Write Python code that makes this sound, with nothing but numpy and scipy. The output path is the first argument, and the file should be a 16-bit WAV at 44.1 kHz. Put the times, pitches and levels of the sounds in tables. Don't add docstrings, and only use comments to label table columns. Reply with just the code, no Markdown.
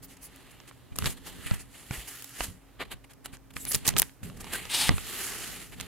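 import sys
import numpy as np
from scipy import signal
from scipy.fft import rfft, irfft
from scipy.io import wavfile
from scipy.ndimage import uniform_filter1d

SR = 44100
rng = np.random.default_rng(int(sys.argv[2]) if len(sys.argv) > 2 else 0)


def voltage_ratio(decibels):
    exponent = np.asarray(decibels, float) / 20
    return 10 ** exponent


def master(y):
    cut = np.clip(np.atleast_2d(y).T, -1, 1)
    pcm = np.round(cut * 32767)
    wavfile.write(sys.argv[1], SR, pcm.astype(np.int16))


N = 258848
T = np.arange(N) / SR

# peak in seconds, rise in seconds, fall in seconds,
# level of the middle range in dB, bright part in dB relative to that.
SLIDES = [(0.4, 0.38, 0.73, -57.5, -4), (0.992, 0.022, 0.032, -51, 2), (1.063, 0.068, 0.065, -40, 0.5),
          (1.3, 0.19, 0.31, -56.5, -2.5), (1.52, 0.22, .13, -48, -0.5), (1.76, 0.075, 0.52, -55, 2.5),
          (1.94, .045, .07, -42, -3), (2.01, 0.086, 0.083, -50, 3.5), (2.09, 0.035, 0.35, -50.5, 5.5),
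          (2.421, 0.081, 0.078, -41, 3.5), (2.93, 0.33, 0.088, -61.5, -11.5), (3.278, 0.025, .05, -57, -9),
          (3.565, 0.013, 0.058, -50, 5.5), (3.76, 0.13, 0.055, -45, 3), (3.893, 0.07, 0.068, -44, -5),
          (4.01, 0.049, 0.11, -52.5, 5.5), (4.235, 0.0068, .08, -49.5, 2.5), (4.29, 0.046, .02, -59, 0),
          (4.562, 0.19, 0.16, -42.5, -3), (4.67, 0.12, 0.044, -60, 2), (4.909, 0.027, 0.043, -40, -14),
          (5.19, 0.37, 0.4, -40, 3), (5.47, 0.47, 0.23, -49.5, -0.5), (5.63, 0.36, 0.04, -52, 0.5),
          (5.82, 0.062, 0.14, -51.5, -4.5)]
# peak in seconds, length in seconds,
# level of the middle range in dB, bright part in dB relative to that.
STROKES = [(0.04, 0.057, -58, 8.5), (0.113, 0.12, -61, 6.5), (0.171, 0.014, -66, 13),
           (0.243, 0.1, -66.5, 14), (0.514, .025, -67, 11.5), (0.686, 0.052, -59, 4.5),
           (0.927, 0.035, -62.5, -12), (1.066, 0.036, -39, -3), (1.109, 0.084, -52, 6.5),
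           (1.179, 0.036, -55, -3), (1.277, 0.078, -50, 2.5), (1.473, 0.038, -52, 2.5),
           (1.544, 0.019, -50.5, 8), (1.609, 0.063, -57.5, 7.5), (1.756, 0.033, -60.5, -16),
           (2.083, 0.03, -54, 10.5), (2.441, 0.038, -44, 6), (2.815, 0.065, -36, -11),
           (2.854, 0.025, -55.5, -7), (2.923, 0.052, -40.5, -3), (3.046, 0.025, -54.5, -2.5),
           (3.11, 0.054, -55.5, 0), (3.136, .012, -63, 9), (3.256, 0.04, -47, 3.5),
           (3.343, 0.073, -52.5, -1), (3.508, 0.017, -53.5, -4), (3.539, 0.016, -57, 3),
           (3.67, 0.04, -47, -10), (3.72, 0.018, -43.5, 15), (3.735, 0.02, -46, 15), (3.748, 0.024, -35, 6),
           (3.857, 0.03, -41.5, 4.5), (3.871, 0.017, -44, 15), (3.886, 0.017, -33.5, 8),
           (3.903, 0.024, -49, 8), (3.996, 0.0092, -34, 10.5), (4.007, 0.0087, -46, -3),
           (4.411, 0.034, -51.5, 8), (4.535, 0.034, -40, 4), (4.556, 0.068, -47.5, 5), (4.373, .02, -61, 7),
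           (5.734, 0.049, -50, -6)]
# frequency in Hz, relative level in dB per Hz.
RUB_COLOUR = [(150, 16.5), (250, 7.5), (303, -5), (408, -4), (541, -12.5), (853, -5.5), (931, -10.5),
              (1600, -7.5), (2360, -7.5), (3400, -9.5), (4840, -13.5), (10600, -9), (15400, -20),
              (16500, -35)]
# frequency in Hz, relative level in dB,
# time to fade by 60 dB in seconds.
BOARD = [(340, -3.5, 0.014), (563, -2, 0.037), (768, 3, 0.019), (1000, -3.5, 0.043), (1175, 6, 0.022),
         (1550, 5.5, 0.022), (2314, 10.5, 0.015)]
DULL_DB, DULL_PER_BRIGHT = -7, -0.71
STROKE_ATTACK = 0.46
STROKE_RING_DB = -8
PATCHY_DB, GRIT_DB = 1.0, 2.4


def rubbing():
    dull = middle = bright = press = 0
    for peak, rise, fall, level_db, share_db in SLIDES:
        slide = voltage_ratio(level_db) * swell(peak, rise, fall)
        middle = middle + slide
        bright = bright + voltage_ratio(share_db) * slide
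        dull = dull + voltage_ratio(DULL_DB + DULL_PER_BRIGHT * share_db) * slide
    for at, length, level_db, share_db in STROKES:
        side_share = np.where(T < at, STROKE_ATTACK, 1 - STROKE_ATTACK)
        progress = np.clip((T - at) / length / side_share, -1, 1)
        stroke = voltage_ratio(level_db) * np.cos(np.pi / 2 * progress) ** 2.63
        middle = middle + stroke
        dull = dull + voltage_ratio(-5) * stroke
        bright = bright + voltage_ratio(share_db) * stroke
        press = press + voltage_ratio(DULL_PER_BRIGHT * share_db) * stroke
    hiss = np.array([colour(grit(GRIT_DB, 150, PATCHY_DB), RUB_COLOUR) for _ in range(2)])
    ranges = ((dull, (300, 600, 1200)),
              (middle, (1200, 1900, 2900, 4500)),
              (bright, (4500, 7000, 11000, 16500)))
    out = 0
    for gain, edges in ranges:
        part = sum(voltage_ratio(PATCHY_DB * walk(14)) * band(hiss, lo, hi, order=3)
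                   for lo, hi in zip(edges, edges[1:]))
        out = out + gain * part / part.std()
    modes = ringing(BOARD, T[:SR // 20])
    ring = signal.fftconvolve(press * rng.standard_normal(N), modes / np.linalg.norm(modes))[:N]
    return ports(*(out + voltage_ratio(STROKE_RING_DB) * ring))


# time in seconds, level of the hiss in dB,
# resonance of the edge in Hz.
DRAG = [(4.685, -61, 2925), (4.7, -37.5, 3000), (4.73, -32, 3400), (4.745, -26, 3677), (4.78, -30.5, 3918),
        (4.815, -27, 4047), (4.85, -31.5, 3240), (4.888, -29.5, 2700), (4.9, -50, 2470)]
# frequency in Hz, relative level in dB per Hz.
DRAG_COLOUR = [(120, -54), (200, -17), (274, -10), (451, -18.5), (860, -7), (1050, -11.5), (1900, -9),
               (3840, -5), (6200, -10), (9140, -3.5), (15600, -19.5), (16500, -54)]


def drag():
    seconds, level_db, edge_hz = np.transpose(DRAG)
    gain = voltage_ratio(np.interp(T, seconds, level_db, -120, -120))
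    phase = 2 * np.pi * np.cumsum(np.interp(T, seconds, edge_hz)) / SR
    slow = band(rng.standard_normal((2, N)), 11, 980)
    edge = (slow[0] * np.cos(phase) + slow[1] * np.sin(phase)) / slow.std()
    a, b = (gain * (colour(grit(2.2, 90, 1.2), DRAG_COLOUR) + voltage_ratio(-2) * edge) for _ in range(2))
    return ports(a, b, apart=0.19)


# start in seconds, level in dB at the snap's loudest moment,
# centre in Hz, peak of the board ring in dB relative to that level.
CLICKS = [(0.361, -40, 10000, -14), (0.602, -39, 3600, -4), (0.712, -40.5, 1129, 2),
          (0.9585, -34.5, 6300, -0.5), (0.9626, -28.5, 8900, -14), (0.987, -14.5, 6940, -7),
          (1.0232, -28, 2400, -5), (1.0432, -25, 2560, -18), (1.0583, -17, 3120, -17),
          (1.5114, -28, 2740, 4.5), (1.539, -42, 3020, 14), (1.9099, -33, 3700, 9.5),
          (2.223, -30.5, 12000, -10), (2.244, -27.5, 11000, -14), (2.294, -35, 9800, -30),
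          (2.4068, -20.5, 1870, 5), (3.2585, -26.5, 7950, -2), (3.3695, -45.5, 3700, -12),
          (3.567, -25.5, 2650, 1.5), (3.652, -23.5, 9200, -11.5), (3.7105, -22.5, 10000, -7.5),
          (3.747, -9.5, 9500, -36), (3.752, -13.5, 4950, -38), (3.759, -19, 9500, -11),
          (3.8545, -27, 4000, -11), (3.8661, -16.5, 8900, -9), (3.8776, -7, 11600, -23),
          (3.8809, -10, 9600, -10.5), (3.89, -10.5, 6500, -11), (3.9386, -33, 2200, 0),
          (3.9601, -39, 2000, 9), (3.9655, -16.5, 3480, -4), (3.9686, -20.5, 3180, 1.5),
          (3.9737, -19, 8000, -20.5), (3.9784, -23.5, 5000, -5), (3.9827, -10, 8650, -16),
          (3.9869, -8, 8400, -21), (3.993, -12, 9000, -34), (3.9963, -14, 8900, -34),
          (3.9976, -3.5, 9200, -24.5), (4.0192, -6.5, 9000, -11), (4.028, -19.5, 3330, -9),
          (4.095, -43, 2500, -13), (4.2315, -43, 3020, -27), (4.2992, -41.5, 2700, 4.5),
          (4.4439, -33.5, 4520, -0.5), (4.4692, -42, 2500, 9), (4.6536, -31, 4700, 1),
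          (4.8922, -13.5, 3120, 3.5), (4.9814, -30, 3000, 6.5), (5.8, -26.5, 3470, -7),
          (5.8066, -29.5, 4200, -5), (5.8106, -23.5, 4640, -22)]
SNAP_S, RATTLE_S = 0.00078, 0.0017
TAP_SCATTER_DB = 2.5


def clicks():
    out, t = np.zeros((2, N)), np.arange(2048) / SR
    chance = rng.standard_normal((len(CLICKS), 3, len(t)))
    for (at, db, hz, board_db), noise in zip(CLICKS, chance):
        attack = 1 - np.exp(-t * hz / 0.61)
        snap_decay = np.exp(-t / SNAP_S * (hz / 700) ** 0.75)
        decay = attack * snap_decay + voltage_ratio(-16.5) * np.exp(-t / RATTLE_S)
        treble = band(0.67 * noise[0] + 0.59 * noise[1:], 3900, 21600)
        heard = band(noise[0], 360, 4350) + treble
        snap = band(heard * decay, hz / 2.57, hz * 1.75)
        loudest = uniform_filter1d(snap ** 2, size=12).max(axis=1, keepdims=True)
        snap = snap / np.sqrt(loudest)
        modes = [(f * (1 + 0.13 * d), mode_db + TAP_SCATTER_DB * g, t60)
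                 for (f, mode_db, t60), g, d in zip(BOARD, noise[0, ::-1], noise[1, ::-1])]
        ring = ringing(modes, t)
        sound = snap + voltage_ratio(board_db) * ring / np.abs(ring).max()
        k = int(at * SR)
        out[:, k:k + len(t)] += (voltage_ratio(db) * sound)[:, :N - k]
    return shadow(out, apart=1.4)


# start in seconds, end in seconds,
# start pitch in Hz, end pitch in Hz, level in dB.
SQUEALS = [(0.025, 0.067, 14400, 14800, -49), (0.209, 0.287, 9900, 10200, -49.5),
           (0.213, .28, 11250, 11200, -51), (0.218, .27, 15300, 15300, -54), (1.248, 1.316, 830, 853, -58),
           (2.793, 2.84, 12700, 13200, -61), (3.587, 3.645, 3950, 3720, -60),
           (3.59, 3.641, 7600, 8000, -45), (3.588, 3.665, 11630, 11570, -46),
           (3.666, 3.733, 9650, 11920, -31.5), (3.725, 3.745, 14800, 15100, -48),
           (4.523, 4.57, 1650, 1550, -37), (4.722, 4.922, 850, 860, -47)]


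def squeals():
    out = 0
    for start, end, start_hz, end_hz, db in SQUEALS:
        part = np.clip((T - start) / (end - start), 0, 1)
        phase = 2 * np.pi * np.cumsum(start_hz + (end_hz - start_hz) * part) / SR
        rough = band(rng.standard_normal((3, 2, N)), 2.3, 0.037 * start_hz, order=1)
        rough = rough[0] + min(start_hz / 9000, 1) * rough[1:]
        whistle = (rough[:, 0] * np.cos(phase) + rough[:, 1] * np.sin(phase)) / rough.std()
        out = out + voltage_ratio(db) * np.sin(np.pi * part) * whistle
    return out


# start in seconds, strength through the stand in dB,
# strength through the air in dB, pitch of the thump in Hz.
KNOCKS = [(0.918, -29, -43, 92), (0.989, -30, -29.5, 180), (1.024, -19, -32, 96), (1.06, -25, -21, 128),
          (1.073, -18, -51, 90), (1.459, -25, -52, 90), (1.514, -10.5, -22.5, 105),
          (1.908, -29, -20.5, 128), (1.979, -42, -28, 54), (2.408, -40, -26.5, 45), (2.483, -39, -29, 96),
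          (2.94, -34, -41, 120), (3.331, -36, -42, 99), (3.562, -30, -35, 127), (3.744, -18.5, -36, 124),
          (3.76, -29, -28, 123), (3.88, -18, -25, 136), (3.964, -32, -42, 149), (3.988, -37, -54, 109),
          (4.23, -31, -52, 86), (4.892, -8, -17.5, 172), (4.905, -13, -20, 91.1), (4.912, -30, -20, 271.3),
          (4.939, -16, -28, 94), (5.783, -36, -42, 95)]
# peak in seconds, rise in seconds, fall in seconds,
# strength through the stand in dB, strength through the air in dB.
PUSHES = [(0.0, .1, 0.64, -60, -57.5), (0.62, .3, 0.63, -59, -65), (1.05, 0.097, 0.08, -35, -36.5),
          (1.38, 0.44, 0.54, -50.5, -52), (1.97, 0.12, 0.11, -64, -50.5), (2.5, 0.16, 0.097, -52, -47),
          (2.86, 0.13, 0.15, -52, -56), (3.3, 0.34, .16, -56, -60.5), (3.68, 0.23, 0.2, -46, -51),
          (3.97, 0.15, 0.1, -32.5, -41), (4.249, 0.037, 0.15, -48, -41), (4.45, 0.23, 0.5, -49, -47),
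          (4.9, 0.21, 0.25, -42, -48), (5.45, .5, 0.87, -50, -51.5), (5.8, 0.053, 0.1, -48, -48.5)]
# frequency in Hz, relative level in dB,
# time to fade by 60 dB in seconds.
DESK = [(42, -10.5, 0.31), (85.5, -3.5, 0.18), (131.5, 1, 0.079), (180, 1, 0.11), (237, 0, 0.046),
        (397, -2.5, 0.033)]
CONTACT_SWINGS = 0.54


def desk():
    t = T[:SR // 2]
    ring = ringing(DESK, t)
    paths = np.zeros((2, N))
    for at, stand_db, air_db, hz in KNOCKS:
        contact = np.hanning(int(CONTACT_SWINGS * SR / hz))
        shake = np.convolve(ring, contact)[:len(t)]
        stand = voltage_ratio(stand_db) * shake / np.abs(shake).max()
        fade = np.exp(-hz * t / 0.41) + voltage_ratio(-14.5) * np.exp(-hz * t / 2.8)
        thump = np.sin(2 * np.pi * hz * t) * fade
        air = voltage_ratio(air_db) * band(thump, 30, 2000, order=1)
        k = int(at * SR)
        paths[:, k:k + len(t)] += np.array([stand, air])[:, :N - k]
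    lean = sum(np.outer(voltage_ratio(np.array(db)), swell(peak, rise, fall)) for peak, rise, fall, *db in PUSHES)
    for path, gain in zip(paths, lean):
        tremble = signal.fftconvolve(rng.standard_normal(N), ring * np.exp(-t / 0.031))[:N]
        rumble = band(tremble, 27.5, 990)
        path += gain * rumble / rumble.std()
    stand, air = paths
    return np.array([voltage_ratio(-1.65) * (air + stand), air - stand])


# frequency in Hz, relative level in dB per Hz.
ROOM = [(15, -38), (25, -9.5), (138, -3), (208, -16), (273, -7), (321, -10), (1060, -17.5), (1180, -18),
        (4240, -30), (14800, -29.5), (16500, -37)]
# centre in Hz, spread to either side in Hz, level of the wavering part in dB.
HUM = [(47.8, 2.2, -64), (121, 5.7, -67.5), (270.9, 1.16, -64.5)]
ROOM_DB = -60
HUM_STEADY_DB = -2


def room():
    out = voltage_ratio(ROOM_DB) * ports(*(colour(rng.standard_normal(N), ROOM) for _ in range(2)), apart=1.2)
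    for hz, width, db in HUM:
        hum = band(rng.standard_normal((2, N)), hz - width, hz + width, order=1)
        pair = hum[0] + .4 * hum[1] * np.array([[1], [-1]])
        out = out + voltage_ratio(db) * pair / hum.std()
        out = out + voltage_ratio(db + HUM_STEADY_DB) * np.sin(2 * np.pi * hz * T)
    return out


# frequency in Hz, likeness from 0 to 1.
ALIKE = [(60, 0), (300, 0.45), (1200, 0.74), (3000, 0.9), (4500, 0), (6000, 0.08), (16000, 0)]


def ports(x, other, apart=0.69):
    hz = np.fft.rfftfreq(N, 1 / SR)
    alike = 1 - np.clip(apart * (1 - on_log(hz, ALIKE)), 0, 1)
    mid = rfft(x) * np.sqrt((1 + alike) / 2)
    side = rfft(other) * np.sqrt((1 - alike) / 2)
    return shadow(irfft(np.array([mid + side, mid - side]), N), apart)


# frequency in Hz, left minus right in dB.
SHADOW = [(300, -1.5), (3000, -2.5), (5200, -6), (7500, -2), (11000, 1), (16000, 1)]


def shadow(pair, apart=1.):
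    tilt = voltage_ratio(apart * on_log(np.fft.rfftfreq(N, 1 / SR), SHADOW) / 2)
    return irfft(rfft(pair) * np.array([tilt, 1 / tilt]), N)


BIGGEST_CATCH = 6.5


def grit(spread_db, flicker_hz, flicker_db):
    catch = np.minimum(rng.exponential(size=N), BIGGEST_CATCH)
    return rng.standard_normal(N) * voltage_ratio(spread_db * catch + flicker_db * walk(flicker_hz))


def walk(rate_hz):
    k = int(SR / rate_hz)
    steps = np.repeat(rng.standard_normal(N // k + 1), k)
    return 1.53 * uniform_filter1d(steps, k)[:N]


FADE_DB, ROUNDNESS = 18.5, 1.23


def swell(peak, rise, fall):
    distance = np.where(T < peak, (peak - T) / rise, (T - peak) / fall)
    return voltage_ratio(-FADE_DB * np.minimum(distance, 4) ** ROUNDNESS)


def ringing(modes, t):
    return sum(voltage_ratio(db) * np.sin(2 * np.pi * hz * t) * np.exp(-np.log(1000) * t / t60)
               for hz, db, t60 in modes)


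def on_log(hz, table):
    at, value = np.transpose(table)
    return np.interp(np.log(hz + 1), np.log(at), value)


def colour(x, table):
    y = irfft(rfft(x) * voltage_ratio(on_log(np.fft.rfftfreq(N, 1 / SR), table)), N)
    return y / y.std()


def band(x, lo_hz, hi_hz, order=2):
    limits = [lo_hz, min(hi_hz, .47 * SR)]
    return signal.sosfilt(signal.butter(order, limits, "band", fs=SR, output="sos"), x)


TAIL_T60_S, TAIL_DB = 0.4, -29.5


def scene():
    close = rubbing() + drag() + clicks() + squeals()
    t = T[:SR // 4]
    echo = rng.standard_normal((2, len(t))) * np.exp(-np.log(1000) * t / TAIL_T60_S) * (t > .004)
    echo = band(echo, 200, 9000, order=1)
    tail = signal.fftconvolve(close, echo / np.linalg.norm(echo[0]), axes=1)[:, :N]
    return close + voltage_ratio(TAIL_DB) * tail + desk() + room()


def roll_off(x):
    return signal.sosfilt(signal.butter(12, 16800, fs=SR, output="sos"), x)


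def record(dry):
    top = signal.butter(10, 15900, fs=SR, output="sos")
    mix = np.clip(signal.sosfilt(top, dry), -1, 1)
    return roll_off(mix)


dry = scene()
out = record(dry)
master(out)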